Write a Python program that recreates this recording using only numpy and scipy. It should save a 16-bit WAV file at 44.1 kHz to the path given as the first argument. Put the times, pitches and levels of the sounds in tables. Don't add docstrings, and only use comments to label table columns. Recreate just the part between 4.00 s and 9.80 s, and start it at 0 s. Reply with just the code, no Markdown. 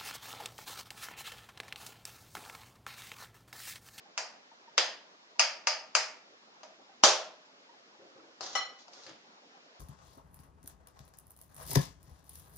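import sys
import numpy as np
from scipy import signal
from scipy.io import wavfile
from scipy.ndimage import uniform_filter1d

SR = 44100
rng = np.random.default_rng(int(sys.argv[2]) if len(sys.argv) > 2 else 0)


def materialize(psi):
    bounded = np.clip(np.atleast_2d(psi).T, -1, 1)
    quanta = np.round(bounded * 32767).astype(np.int16)
    wavfile.write(sys.argv[1], SR, quanta)


def attenuation_scalar(level_db):
    decades = np.asarray(level_db, float) / 20
    return 10 ** decades


N = 255603
LEAD = 500


def evened(x):
    return x / np.sqrt(np.mean(x ** 2) + 1e-20)


def read(points, hz):
    f, value = np.transpose(points)
    return np.interp(np.log(hz + 1), np.log(f + 1), value)


def add(mix, s, sound):
    part = mix[:, round((s + .001) * SR) - LEAD:][:, :sound.shape[1]]
    part += sound[:, :part.shape[1]]


def causal(db):
    both_sides = np.r_[db, db[-2:0:-1]]
    log_gain = np.log(attenuation_scalar(np.maximum(both_sides, -100)))
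    return np.fft.ifft(np.exp(np.conj(signal.hilbert(log_gain)))).real[:2048]


def rings(modes, size=20000):
    t = np.arange(size) / SR
    total = np.zeros(size)
    for hz, db, t60 in modes:
        total += rng.choice([-1, 1]) * attenuation_scalar(db - 60 * t / t60) * np.sin(2 * np.pi * hz * t)
    return total


def pair(frames, hz, same, lean):
    a, b, c, d = rng.standard_normal((frames, len(hz), 4)).T
    like = np.clip(read(same, hz), -1, 1)[:, None]
    left = a + 1j * b
    right = like * left + np.sqrt(1 - like ** 2) * (c + 1j * d)
    return np.array([left, right]) * attenuation_scalar(np.outer([.5, -.5], read(lean, hz)))[:, :, None]


def band(lo_hz, hi_hz):
    sos = signal.butter(2, [lo_hz, hi_hz], "band", fs=SR, output="sos")
    return evened(signal.sosfilt(sos, rng.standard_normal(N)))


def stroke(start, length, rise_s, sag_db_per_s, stop_s):
    t = np.arange(N) / SR - start
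    ends = np.clip(t / rise_s, 0, 1) * np.exp(-np.maximum(t - length, 0) / stop_s)
    return ends * attenuation_scalar(sag_db_per_s * np.maximum(t, 0))


# pitch in Hz, level in dB.
HUSH_COLOUR = [(24, -65), (40, -41.5), (81, -40), (212, -6.5), (282, -5), (308, -6), (336, -6.5), (664, -4),
               (944, -6.5), (1050, -6), (2480, -11.5), (5350, -14), (7600, -26), (9880, -57), (16700, -120)]
# pitch in Hz, likeness from -1 to 1.
HUSH_SAME = [(60, 0.32), (170, 1), (450, 0.65), (1250, -0.46), (3440, -0.67), (9460, 0.36)]
# pitch in Hz, left over right in dB.
HUSH_LEAN = [(60, -1), (170, -2), (450, -1), (1250, -0.5), (3440, 0.5), (9460, 0.5)]


def hush():
    frames, hz = N // 256 + 5, np.fft.rfftfreq(1024, 1 / SR)
    patches = rng.standard_normal((frames, 513)).T
    patches = evened(uniform_filter1d(uniform_filter1d(patches, 8, 0), 6, 1))
    depth_db = read([(200, 1.8), (900, 3.1), (2500, .8)], hz)[:, None]
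    level_db = read(HUSH_COLOUR, np.minimum(hz, 7400))[:, None] + depth_db * patches
    z = pair(frames, hz, HUSH_SAME, HUSH_LEAN) * attenuation_scalar(level_db)
    z[:, hz > 8000] *= attenuation_scalar(-2.0)
    x = signal.istft(z, nperseg=1024, noverlap=768)[1][:, :N]
    return attenuation_scalar(-62) * x / np.sqrt(np.mean(x.mean(0) ** 2))


# pitch in Hz, time to fade by 60 dB in seconds.
ROOM_FADE = [(150, 0.46), (400, 0.51), (1040, 0.45), (2760, 0.43), (7280, 0.32)]
# pitch in Hz, time to fade by 60 dB in seconds.
BASS_FADE = [(70, .08), (130, 0.14)]
# pitch in Hz, likeness from -1 to 1.
TAIL_SAME = [(60, 0.15), (170, 0.6), (450, 0.87), (1250, 0.73), (3440, 0.17), (9460, 0.69)]
# pitch in Hz, left over right in dB.
TAIL_LEAN = [(60, -0.24), (170, -2.0), (450, -1.5), (1250, -1.0), (3440, 0.97), (9460, -0.35)]
# delay in seconds, left gain, right gain (plain factors).
ECHOES = [(.0019, -0.018, 0.26), (.0046, -1.1, -.8), (.0075, 0.27, 0.26), (.0092, .5, -0.44),
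          (0.0137, -0.34, -.4), (.018, 0.13, .4)]


def kitchen(sound, pan_db, tail_db, splinter_ms=.3):
    hz, t = np.fft.rfftfreq(256, 1 / SR), np.arange(480) * 64 / SR
    fade = attenuation_scalar(-60 * t / read(BASS_FADE + ROOM_FADE[1:], hz)[:, None])
    z = pair(len(t), hz, TAIL_SAME, TAIL_LEAN) * fade
    tail = signal.istft(z, nperseg=256, noverlap=192)[1]
    tail *= 1 - np.exp(-np.arange(tail.shape[1]) / SR / 0.0043)
    early = np.zeros(tail.shape)
    early[[0, 1], [4, 0]] = attenuation_scalar(1.5 + np.array([.5, -.5]) * pan_db)
    for s, left, right in ECHOES:
        early[:, round(s * SR * rng.uniform(.93, 1.07))] += left, right
    u = np.arange(400) / SR * 1000 / splinter_ms
    splinters = rng.standard_normal(400) * u * np.exp(-u)
    splinters /= np.linalg.norm(splinters)
    early = signal.oaconvolve(early, splinters[None], axes=1)[:, :tail.shape[1]]
    smear = attenuation_scalar(-37.5 - 40 * np.linspace(1, 0, LEAD) ** 1.1) * rng.standard_normal((2, LEAD))
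    response = np.c_[smear, early + attenuation_scalar(tail_db) * tail / np.linalg.norm(tail[0])]
    return signal.fftconvolve(sound[None], response, axes=1)


def punch(modes, pan_db, swell_ms, echo):
    sound = rings(modes, size=9000) * (1 - np.exp(-np.arange(9000) / SR * 1000 / swell_ms))
    sound = np.r_[np.zeros(LEAD), sound]
    left = np.roll(sound, 1) + echo * np.roll(sound, round(0.0034 * SR))
    right = sound + echo * np.roll(sound, round(0.0053 * SR) - 1)
    return attenuation_scalar(np.array([[.5], [-.5]]) * pan_db) * np.array([left, right])


def snap(colour, weight=((1, 0), (2, 0)), modes=()):
    hz = np.minimum(np.fft.rfftfreq(4096, 1 / SR), 7400)
    broad = attenuation_scalar(read(colour, hz) + read(weight, hz)) ** 2
    peaks = sum(attenuation_scalar(db) ** 2 / (1 + ((hz - f) * t60 / 1.4) ** 2) ** 2 for f, db, t60 in modes)
    return causal(10 * np.log10(broad + peaks)) / np.sqrt(broad.mean())


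# start in seconds, level in dB, pitch in Hz.
BUBBLES = [(0.059, -46, 795), (0.518, -46, 910), (0.68, -44, 920), (1.36, -49, 960), (2.334, -68, 519),
           (2.492, -57, 781), (2.567, -49, 840), (2.793, -56, 516), (2.863, -59, 835), (2.895, -46, 784),
           (2.919, -48, 770), (3.695, -45, 943), (3.74, -49, 848), (3.949, -52, 828), (4.062, -46, 670),
           (4.199, -49, 1300), (4.309, -66, 501), (5.547, -47, 781), (5.658, -57.5, 616)]


def simmer(mix):
    for s, db, hz in BUBBLES:
        modes = [(hz, 0.1, .045), (hz * 1.06, -4, .035), (hz * 2, -11, .04)]
        add(mix, s - .005, attenuation_scalar(db + 5.5) * punch(modes, 1.2, 9.3, 0.57))


# start in seconds, length in seconds, scrape level in dB, low part in dB.
SLIDES = [
    (4.415, 0.12, -48.5, -5),
    (4.776, 0.041, -62, -22),
    (4.918, 0.16, -58.5, -4.5),
]
# start in seconds, length in seconds, level in dB, bass part in dB.
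SHUFFLES = [
    (3.984, .09, -56, -28.5),
    (4.14, 0.13, -57, -29.5),
    (5.052, 0.067, -56.5, -11),
]


def rubbing():
    out = np.zeros(N)
    grain = attenuation_scalar(3.2 * evened(uniform_filter1d(rng.standard_normal(N), 200)))
    for s, length, db, low_db in SLIDES:
        level = attenuation_scalar(db) * stroke(s, length, rise_s=0.011, sag_db_per_s=-33, stop_s=0.017)
        out += level * grain * (band(3440, 6240) + attenuation_scalar(low_db) * band(320, 1500))
    dull, bass = band(254, 523), band(110, 210)
    for s, length, db, bass_db in SHUFFLES:
        level = attenuation_scalar(db) * stroke(s, length, rise_s=0.017, sag_db_per_s=-66.5, stop_s=.04)
        out += level * (dull + attenuation_scalar(bass_db) * bass)
    return attenuation_scalar(-5.5) * kitchen(out, 1.1, 2.2, 0.02)[:, LEAD:N + LEAD]


# start in seconds, blow in dB, left over right in dB.
CLINK = [
    (4.551, -18.5, 5.5),
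]
# pitch in Hz, level in dB, time to fade by 60 dB in seconds.
DISH = [(498.6, -15.5, 0.46), (781, -13.5, 0.29), (1156, -19.5, 0.49), (1240, -12.5, 0.25),
        (1977, -9.5, 0.34), (2982, -9.5, 0.46), (4175, -4.5, 0.27), (4900, -20, 0.22), (5580, -4, 0.22),
        (6140, -25, 0.25), (7014, -18.5, 0.32), (8920, -19, 0.3)]
# pitch in Hz, level in dB.
CLINK_COLOUR = [(120, -49), (300, -20), (600, -1.5), (1300, 7.5), (2500, -2), (4500, -3), (6500, -7),
                (7500, -19.5)]


def clink(mix):
    s, db, pan_db = CLINK[0]
    damped = [(f, level, t60 * 0.33) for f, level, t60 in DISH]
    twins = [(f * 1.006, level - 3.5, t60 * 0.24) for f, level, t60 in DISH]
    sound = attenuation_scalar(-8.0) * (rings(damped) + rings(twins))
    no_bass = signal.butter(2, 300, "high", fs=SR, output="sos")
    sound = signal.sosfilt(no_bass, sound)
    sound[:2048] += attenuation_scalar(9.5) * snap(CLINK_COLOUR)
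    add(mix, s, attenuation_scalar(db) * kitchen(sound, pan_db, 3.2, 0.15))
    add(mix, s, attenuation_scalar(db - 7.0) * punch(twins + damped, pan_db, .4, 0.18))


# pitch in Hz, level in dB, time to fade by 60 dB in seconds.
HOLLOW = [(635, 0, 0.051), (781, -7, .06), (940, -0.5, 0.057), (1196, -2, 0.055)]
# pitch in Hz, level in dB, time to fade by 60 dB in seconds.
BLADE = [(4600, -6.5, 0.013), (4930, -6, 0.041), (5000, -3, .08), (5360, -9.5, .02)]
# pitch in Hz, level in dB, time to fade by 60 dB in seconds.
TAP_PUNCH = [(55.8, -58.5, 0.034), (1300, -0.5, 0.0077), (2725, -0.5, 0.0082), (4910, 0.5, 0.01),
             (6292, -5, .014)]


def tap(mix, s, db, body_db, mid_db, blade_db, pan_db, colour, tail_db):
    weight = [(150, -11.5), (450, body_db + 11), (1100, body_db + 10),
              (1900, mid_db + 8.0), (3300, mid_db + 10.5), (4300, -1.5)]
    modes = [(f, level + body_db + 10.0, t60) for f, level, t60 in HOLLOW]
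    modes += [(f, level + blade_db + 16.5, t60) for f, level, t60 in BLADE]
    add(mix, s, attenuation_scalar(db + 10.0) * kitchen(snap(colour, weight, modes), pan_db, tail_db, 0.51))
    add(mix, s, attenuation_scalar(db + blade_db / 2 + 8.5) * punch(TAP_PUNCH, pan_db, 1.34, 0.33))


# start in seconds, blow in dB, hollow body in dB, middle in dB.
TOUCHES = [
    (4.407, -29.5, -19.5, -17),
    (4.439, -39, -15.5, -23),
    (4.88, -46.5, -13, -19),
    (4.933, -44, -24, -16.5),
    (5.034, -44, -40, -19),
    (5.064, -39.5, -19, -7),
    (5.092, -41.5, -16, -6),
]
# pitch in Hz, level in dB per Hz.
TOUCH_COLOUR = [(35, -49), (60, -33), (152, -9), (252, -26), (334, -1.5), (625, -4), (691, 4),
                (2620, -13.5), (4910, -8.5), (7500, -19.5), (9750, -48), (16500, -120)]
TOUCH_BLADE_DB, TOUCH_PAN_DB = -19.5, 8.5


def touches(mix):
    for s, db, body_db, mid_db in TOUCHES:
        tap(mix, s, db, body_db, mid_db, TOUCH_BLADE_DB, TOUCH_PAN_DB, TOUCH_COLOUR, 6.8)
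    s, db = TOUCHES[0][:2]
    add(mix, s, attenuation_scalar(db - 24) * punch(DISH[4:9], TOUCH_PAN_DB, 3.0, .3))


# start in seconds, blow in dB, hollow body in dB, blade ring in dB, left over right in dB.
TAPS = [
    (0.176, -17.5, -18, -21.5, 1.5),
    (0.778, -9, -15, -14, 2.5),
    (1.394, -7, -17, -16, 2),
    (1.67, -12, -14, -13.5, 6),
    (1.95, -7.5, -12, -18, 7.5),
    (2.631, -36.5, -3.5, -24.5, 5.5),
]
# pitch in Hz, level in dB per Hz.
LIGHT_COLOUR = [(88, -70), (150, -27), (480, -9), (633, -3.5), (879, 1), (1070, -5.5), (2720, -12),
                (3420, -23), (4980, -7), (7500, -17.5), (9750, -46), (16500, -120)]
# pitch in Hz, level in dB per Hz.
FLAT_COLOUR = [(35, -83), (60, -66.5), (182, -59.5), (348, -9), (385, -15.5), (532, -1), (1460, -5),
               (1820, -2.5), (2140, -7), (5010, -7), (7500, -15.5), (9750, -46), (16500, -120)]
# pitch in Hz, level in dB per Hz.
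EDGE_COLOUR = [(35, -88), (60, -52), (334, -50), (434, -29), (543, -5), (917, -4.5), (995, -13),
               (1190, -3.5), (1370, -8), (2680, -8.5), (3700, -19), (5010, -5), (7500, -19.5), (9750, -49),
               (16500, -120)]
# pitch in Hz, level in dB per Hz.
TIP_COLOUR = [(35, -82), (60, -41), (219, -29), (434, -15), (565, -6), (1190, -3), (1370, -3), (2420, -2),
              (3480, -14), (5010, -0.5), (7500, -9.5), (9750, -42), (16500, -120)]
# pitch in Hz, level in dB per Hz.
BRUSH_COLOUR = [(150, -29.5), (450, -17.5), (633, 1.5), (850, -14.5), (1250, -10.5), (2000, -7),
                (4000, -14), (6200, -7), (7500, -22.5)]
# pitch in Hz, level in dB, time to fade by 60 dB in seconds.
STEEL = [(4880, -5, .12), (5010, -7, .1), (5063, -0.4, 0.12), (6250, 0, 0.049)]
# pitch in Hz, level in dB, time to fade by 60 dB in seconds.
SHELL = [(632.5, -5.5, .2), (527, -9, .15), (781, -6.5, .15)]


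def taps(mix):
    colours = [LIGHT_COLOUR, FLAT_COLOUR, EDGE_COLOUR, EDGE_COLOUR, TIP_COLOUR, BRUSH_COLOUR]
    for (s, db, body_db, blade_db, pan_db), colour in zip(TAPS, colours):
        tap(mix, s, db, body_db, -10, blade_db, pan_db, colour, 4.47)
        add(mix, s, attenuation_scalar(db + blade_db - 9.5) * kitchen(rings(STEEL, size=9000), pan_db, 4.0, .3))
        add(mix, s, attenuation_scalar(db + 1.3 * body_db - 8) * punch(SHELL, pan_db, 5.0, .4))


# start in seconds, blow in dB, left over right in dB.
CRACK = [
    (3.035, -1, 2.5),
]
# pitch in Hz, level in dB per Hz.
CRACK_COLOUR = [(24, -82.5), (40, -44.5), (270, -22.5), (352, -14), (478, -10.5), (636, 1), (679, -7),
                (758, -3), (828, -7.5), (1080, -6), (1150, -7.5), (1560, -10), (1860, -14.5), (5840, -6.5),
                (7600, -15), (9880, -51), (16700, -120)]
# pitch in Hz, level in dB, time to fade by 60 dB in seconds.
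CRACK_PUNCH = [(80, -44, 0.062), (187, -27.5, 0.036), (960, -1, 0.0054), (2970, -6.5, 0.0061),
               (5730, -2, 0.0098)]


def crack(mix):
    s, db, pan_db = CRACK[0]
    s += .0008
    modes = [(f, level - 10.0, t60) for f, level, t60 in HOLLOW[:2]]
    add(mix, s, attenuation_scalar(db + 11.5) * kitchen(snap(CRACK_COLOUR, modes=modes), pan_db, 6.97, 0.74))
    add(mix, s, attenuation_scalar(db + 3.0) * punch(CRACK_PUNCH, pan_db, 0.43, 0.32))


def scene():
    mix = hush() + rubbing()
    simmer(mix)
    clink(mix)
    touches(mix)
    taps(mix)
    crack(mix)
    return mix


def roll_off(x):
    return signal.sosfilt(signal.butter(12, 10060, fs=SR, output="sos"), x)


# pitch in Hz,
# level in dB.
FINAL_COLOUR = [(20, -4.5), (7500, 1), (7800, -25), (8030, -29.5), (8200, -14), (8600, -8.5), (9100, -14),
                (9600, -18.5), (9900, -29), (10150, -52), (20000, -82.5)]


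def record(dry):
    rounded = .8 * np.tanh(dry / .8)
    colour = causal(read(FINAL_COLOUR, np.fft.rfftfreq(4096, 1 / SR)))
    finished = signal.oaconvolve(rounded, colour[None], axes=1)[:, :N]
    return roll_off(finished)


dry = scene()
out = record(dry)
materialize(out)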